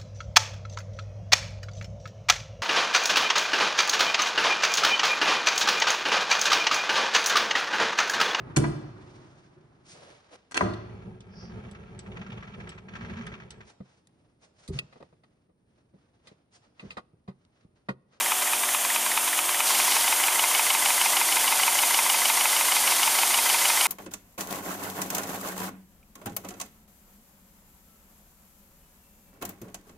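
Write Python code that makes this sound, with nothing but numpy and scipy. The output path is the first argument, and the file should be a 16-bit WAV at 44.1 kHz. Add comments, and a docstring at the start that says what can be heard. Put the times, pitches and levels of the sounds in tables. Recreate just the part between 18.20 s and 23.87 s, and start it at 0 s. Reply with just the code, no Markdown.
"""Small steam engine speeding up

A small twin-cylinder model steam engine runs close by; its throttle opens near 1.44 s and it speeds up.
Three loose joints each knock once per turn: a brief scrape and a burst of fading sine waves.
Steam is shaped noise that hisses throughout and swells in five exhaust puffs per turn.
Sliding parts add grainy friction noise and set the casting ringing with it.
A small pump buzzes at its own nearly steady speed, as a stack of sine waves, over two faint low tones."""
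import sys
import numpy as np
from scipy.fft import rfft, irfft, next_fast_len
from scipy.io import wavfile
from scipy.ndimage import map_coordinates

SR = 44100
rng = np.random.default_rng(int(sys.argv[2]) if len(sys.argv) > 2 else 0)


def store_wav(level_fs):
    """Save 16-bit WAV to argv[1]."""
    pcm = np.round(np.clip(np.atleast_2d(level_fs), -1, 1) * 32767)
    wavfile.write(sys.argv[1], SR, pcm.T.astype(np.int16))


N = 250045
TIME = np.arange(N) / SR  # seconds


def amp(db):
    """Turn decibels into a plain multiplier."""
    return 10 ** (np.asarray(db) / 20)


def unit(x):
    """Scale x to an rms level of 1."""
    return x / np.sqrt(np.mean(x ** 2) + 1e-20)


def wobble(rate):
    """A smooth random curve through `rate` random points per second."""
    points = rng.standard_normal(int(N * rate / SR) + 4)
    return map_coordinates(points, [np.arange(N) * rate / SR])


def filtered(x, response):
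    """Multiply each frequency in x by response(frequency in Hz)."""
    size = next_fast_len(N + SR // 4)  # spare room keeps the end from wrapping onto the start
    spectrum = rfft(x, size) * response(np.fft.rfftfreq(size, 1 / SR))
    return irfft(spectrum, size)[:N]


def coloured_noise(spectrum):
    """White noise given a tone colour, at rms 1."""
    return coloured(rng.standard_normal(N), spectrum)


def coloured(x, spectrum):
    """Shape x along a line through (f/Hz, level/dB) points, at rms 1."""
    f, db = np.transpose(spectrum)
    return unit(filtered(x, lambda hz: amp(np.interp(np.log(hz + 1), np.log(f), db))))


def shaft():
    """The shaft gathers speed as steam is let in: turns made so far, and drive from 0 (slow) to 1 (fast)."""
    # shaft speed over time: t/s, speed/(turns per s)
    speed_points = [(0, 4.6867), (1.461, 4.6577), (1.531, 5.6587), (1.765, 6.2601), (2.255, 6.4468),
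                    (3, 6.4564), (5.67, 6.4135)]
    slow, fast = 4.67, 6.44  # turns per second
    times, speeds = np.transpose(speed_points)
    speed = np.interp(TIME, times, speeds)
    turns = np.cumsum(speed) / SR
    drive = np.clip((speed - slow) / (fast - slow), 0, 1)
    return turns, drive


def once_per_turn(turns, drive, place, slow_db, fast_db, uneven_db):
    """A joint takes up its play at one place in each turn: rows of t/s, force/dB, with a little chance."""
    # place holds the part of a turn (0-1) at low and at high speed
    passes = np.floor(turns - np.interp(drive, [0, 1], place))
    at = np.flatnonzero(np.diff(passes) > 0)
    force_db = slow_db + drive[at] * (fast_db - slow_db) + uneven_db * rng.standard_normal(len(at))
    return np.column_stack([at / SR, force_db])


def joint(knocks, modes, drive, gain_db, rise_s, scrape_db, scrape_s):
    """An oiled joint closes softly, scrapes for a moment and rings much alike on every turn."""
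    # colour of metal rubbing on oiled metal: f/Hz, relative level/dB per Hz
    scrape_colour = [(300, -31), (750, -1), (1000, 2), (1550, -2), (2300, 3), (2900, -5), (4000, -5.5),
                     (7000, -15), (14000, -36)]
    alike = 0.82  # share of the scrape's power that repeats on every turn
    scatter_db, detune = 0.2, 0.003  # chance spread of each mode's level, and of its pitch as a fraction
    low_hz = 620
    hz, t60, slow_db, fast_db = np.transpose(modes)[:, :, None]

    lead = SR // 100  # samples before contact
    t = np.arange(-lead, SR // 16) / SR
    age = np.maximum(t, 0)
    start_phase = rng.uniform(0, 2 * np.pi, hz.shape)
    # heavy low modes take longer to build up than light high ones
    mode_rise = rise_s * (hz.mean() / hz) ** 0.22
    swell = 1 - np.exp(-(age / mode_rise) ** 2)
    # the surfaces rub just before and after they meet
    contact = 1 / np.cosh(np.clip((t - .001) / scrape_s, -20, 20))
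    rubbing = coloured_noise(scrape_colour)
    grain, *fresh_grains = rubbing[:N - N % len(t)].reshape(-1, len(t))

    out = np.zeros(N + SR)
    for (seconds, force_db), fresh in zip(knocks, fresh_grains):
        at = max(round(seconds * SR), 0)
        size, pitch, slip = rng.standard_normal((3, *hz.shape))
        level_db = slow_db + drive[at] * (fast_db - slow_db) + scatter_db * size
        fade = amp(level_db - 60 * age / t60)
        phase = 2 * np.pi * hz * (1 + detune * pitch) * age + start_phase + slip / 2
        ring = (swell * fade * np.sin(phase)).sum(0)
        # the same worn spot passes on every turn, pressed harder at speed
        rub = np.sqrt(alike) * grain + np.sqrt(1 - alike) * fresh
        scrape = amp(scrape_db + 3.1 * drive[at]) * contact * rub
        out[at:at + len(t)] += amp(force_db) * (amp(gain_db) * ring + scrape)
    # such small parts radiate almost no bass
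    return filtered(out[lead:lead + N], lambda f: f ** 6 / (f ** 6 + low_hz ** 6))


def joints(turns, drive):
    """Crosshead, crank and bearing each knock at their own place, a little later in the turn at speed."""
    # what each joint rings with: f/Hz, 60 dB fade time/s, relative level/dB at low speed, same at high speed
    crosshead_modes = [(760, 0.0076, -38, -19), (1058, 0.016, -13, -12), (1310, 0.021, -27, -29),
                       (1614, 0.023, -23, -24.5), (2042, 0.056, -29, -19.5), (2370, 0.036, -24, -49),
                       (2530, 0.0095, -19, -35), (3800, 0.0071, -12, -35), (4580, 0.02, -28, -24)]
    crank_modes = [(788, 0.039, -22, -17), (1033, 0.017, -38, -19), (1350, 0.0069, -37, -17.5),
                   (1842, 0.012, -6.5, -20), (2025, 0.06, -22.5, -46), (2230, 0.032, -20.5, -18.5),
                   (2580, 0.023, -30, -22), (2943, 0.021, -24, -10.5), (3710, 0.0097, -17, -13.5),
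                   (4590, 0.0075, -33, -14.5), (4930, 0.021, -28, -26), (5400, 0.027, -31, -26.5)]
    bearing_modes = [(915, 0.029, -15, -10), (1013, 0.049, -38, -38), (1230, 0.018, -12.5, -20.5),
                     (1357, 0.043, -27, -27), (1690, 0.014, -17, -32), (2089, 0.084, -34, -23.5),
                     (2290, 0.029, -24, -20), (2518, 0.027, -15, -15), (2980, 0.027, -20, -27),
                     (3440, 0.0096, -13, -37), (3787, 0.02, -23, -20)]
    crosshead_knocks = once_per_turn(turns, drive, (.0344, .0609), slow_db=4.0, fast_db=1.9, uneven_db=0.7)
    crank_knocks = once_per_turn(turns, drive, (.2809, .296), slow_db=-3.1, fast_db=0.87, uneven_db=0.4)
    bearing_knocks = once_per_turn(turns, drive, (.5558, .585), slow_db=-0.2, fast_db=-0.6, uneven_db=0.5)
    crosshead = joint(crosshead_knocks, crosshead_modes, drive,
                      gain_db=-2, rise_s=0.0015, scrape_db=-40.0, scrape_s=0.0037)
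    crank = joint(crank_knocks, crank_modes, drive,
                  gain_db=-1.46, rise_s=0.0011, scrape_db=-30.0, scrape_s=0.0053)
    bearing = joint(bearing_knocks, bearing_modes, drive,
                    gain_db=-0.57, rise_s=0.0015, scrape_db=-31.5, scrape_s=0.0058)
    return crosshead + crank + bearing


def exhaust(turns):
    """Steam flow rises, in dB, as the ports open one after another in each turn."""
    # exhaust openings: place in the turn/(0-1), width/turns, basic rise/dB
    openings = [(.045, 0.065, 1.5), (.295, 0.058, 1), (.385, 0.041, 0.45), (.525, 0.055, 2.5),
                (.875, 0.048, 1.67)]
    rise_db = np.zeros(N)
    for place, width, db in openings:
        distance = (turns - place + .5) % 1 - .5  # turns from the middle of the opening
        rise_db += db * np.exp(-(distance / width) ** 2)
    return rise_db


def flow(throttled_db, open_db, surge_db, creep_db_per_s):
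    """Steam noise steps up with the throttle and surges while the flywheel gathers speed, then creeps up."""
    throttle_s, opening_s = 1.444, 0.052  # middle and length of the throttle's move
    surge_end_s, surge_fade_s = 1.85, 0.11  # middle and length of the surge's fade
    opened = np.clip((TIME - throttle_s) / opening_s + .5, 0, 1)
    surge = opened * np.clip((surge_end_s - TIME) / surge_fade_s + .5, 0, 1)
    creep_db = creep_db_per_s * np.maximum(TIME - surge_end_s, 0)
    return throttled_db + open_db * opened + surge_db * surge + creep_db


def steam(puff_db):
    """Leaks hiss and steam rushes through the throttle; every exhaust opening swells both into a puff."""
    # colours of the leak hiss and the throttle rush: f/Hz, relative level/dB per Hz
    hiss_colour = [(2500, -58), (5000, -12.5), (6300, -4), (7500, -2.5), (9400, 0), (10500, -1.5),
                   (11500, -4.5), (12600, -4), (14000, -6.5), (15300, -12)]
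    rush_colour = [(60, -58), (300, -18.5), (1200, -7.5), (3200, -4), (4200, -2), (4650, 0), (5200, -2),
                   (6000, -1.5), (8000, -20), (15000, -33)]
    # how they follow the steam: basic level/dB, rise when open/dB, surge/dB, creep/(dB per s)
    hiss_flow = (-25, 1.72, 0.7, 0.25)
    rush_flow = (-34.4, 4, 4, 1.08)
    hiss_db = flow(*hiss_flow) - 2.5 + puff_db + 0.26 * wobble(24.8)
    rush_db = flow(*rush_flow) - 4 + 1.12 * puff_db + 1.06 * wobble(30.83)
    return amp(hiss_db) * coloured_noise(hiss_colour) + amp(rush_db) * coloured_noise(rush_colour)


def sliding(puff_db, drive):
    """Pistons and valve rods rub in fine uneven grains that set the casting ringing, harder in each puff."""
    # colour of the sliding friction: f/Hz, relative level/dB per Hz
    friction_colour = [(30, -68), (70, -53), (120, -42), (200, -26.5), (330, -12.5), (450, -14),
                       (560, -6.5), (720, -6), (1100, 0), (1600, -2.5), (2600, -2.5), (3200, -0.5),
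                       (3600, -3), (4200, -17)]
    # casting resonances: f/Hz, width/Hz, relative level/dB
    resonances = [(764, 140, -19), (915, 140, 3.5), (2077, 70, -4), (2260, 61, -0.5), (3060, 130, -3)]
    # how the churn follows the steam: basic level/dB, rise when open/dB, surge/dB, creep/(dB per s)
    churn_flow = (-27.5, 1.0, 0.9, 0.03)

    def casting(f):
        """Each resonance passes a narrow band around its own pitch."""
        return sum(amp(db) * 1j * f * width / (centre ** 2 - f ** 2 + 1j * f * width)
                   for centre, width, db in resonances)

    # random loudness wobbles make the friction grainy
    friction = rng.standard_normal(N) * amp(wobble(260))
    rubbing = rng.standard_normal(N) * amp(wobble(120))
    ring = unit(filtered(rubbing, casting))
    churn_db = flow(*churn_flow) + 0.93 * puff_db
    ring_db = -12.5 + 3 * drive
    return amp(churn_db) * (amp(-5.0) * coloured(friction, friction_colour) + amp(ring_db) * ring)


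def pump():
    """A small pump hums in harmonics of its stroke, each wavering in level while the speed barely sways."""
    # harmonics: multiple of the pump's speed, rms level/dB before wavering
    harmonics = [(2, -76), (4, -71.5), (5, -58), (6, -61), (7, -58.5), (8, -55), (9, -63.5), (10, -59.5),
                 (12, -58.5), (13, -50.5), (15, -47.5), (16, -46), (20, -48.5), (22, -50.5), (23, -63.5)]
    speed_hz = 46.48
    strokes = speed_hz * TIME + 0.0092 * wobble(1.94)
    buzz = np.zeros(N)
    for multiple, db in harmonics:
        level = amp(db + 1.45 * wobble(4.96))
        buzz += level * np.sin(2 * np.pi * (round(multiple) * strokes + rng.random()))
    return np.sqrt(2) * buzz  # a sine's peak is root 2 times its rms


def hum():
    """Two faint low tones waver in level and phase under everything."""
    # tones: f/Hz, rms level/dB before wavering
    tones = [(77, -98), (154, -78.5)]
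    total = np.zeros(N)
    for hz, db in tones:
        total += amp(db + 3.2 * wobble(1.8)) * np.sin(2 * np.pi * hz * TIME + wobble(2.7))
    return np.sqrt(2) * total


def scene():
    """One shaft times the knocks and puffs; every sound sits in the middle, equal in both channels."""
    turns, drive = shaft()
    puff_db = exhaust(turns)
    engine = joints(turns, drive) + steam(puff_db) + sliding(puff_db, drive)
    mono = engine + pump() + hum()
    return np.array([mono, mono])


def record(dry):
    """Cut one narrow notch in the treble and everything from the top limit upward."""
    notch_hz, notch_width_hz, top_hz = 7850, 95, 15330

    def response(hz):
        """Zero at the notch's centre, and zero from the top limit up."""
        off_centre = (hz - notch_hz) ** 2
        return off_centre / (off_centre + (notch_width_hz / 2) ** 2) * (hz < top_hz)

    return np.array([filtered(side, response) for side in dry])


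dry = scene()
out = record(dry)
store_wav(out)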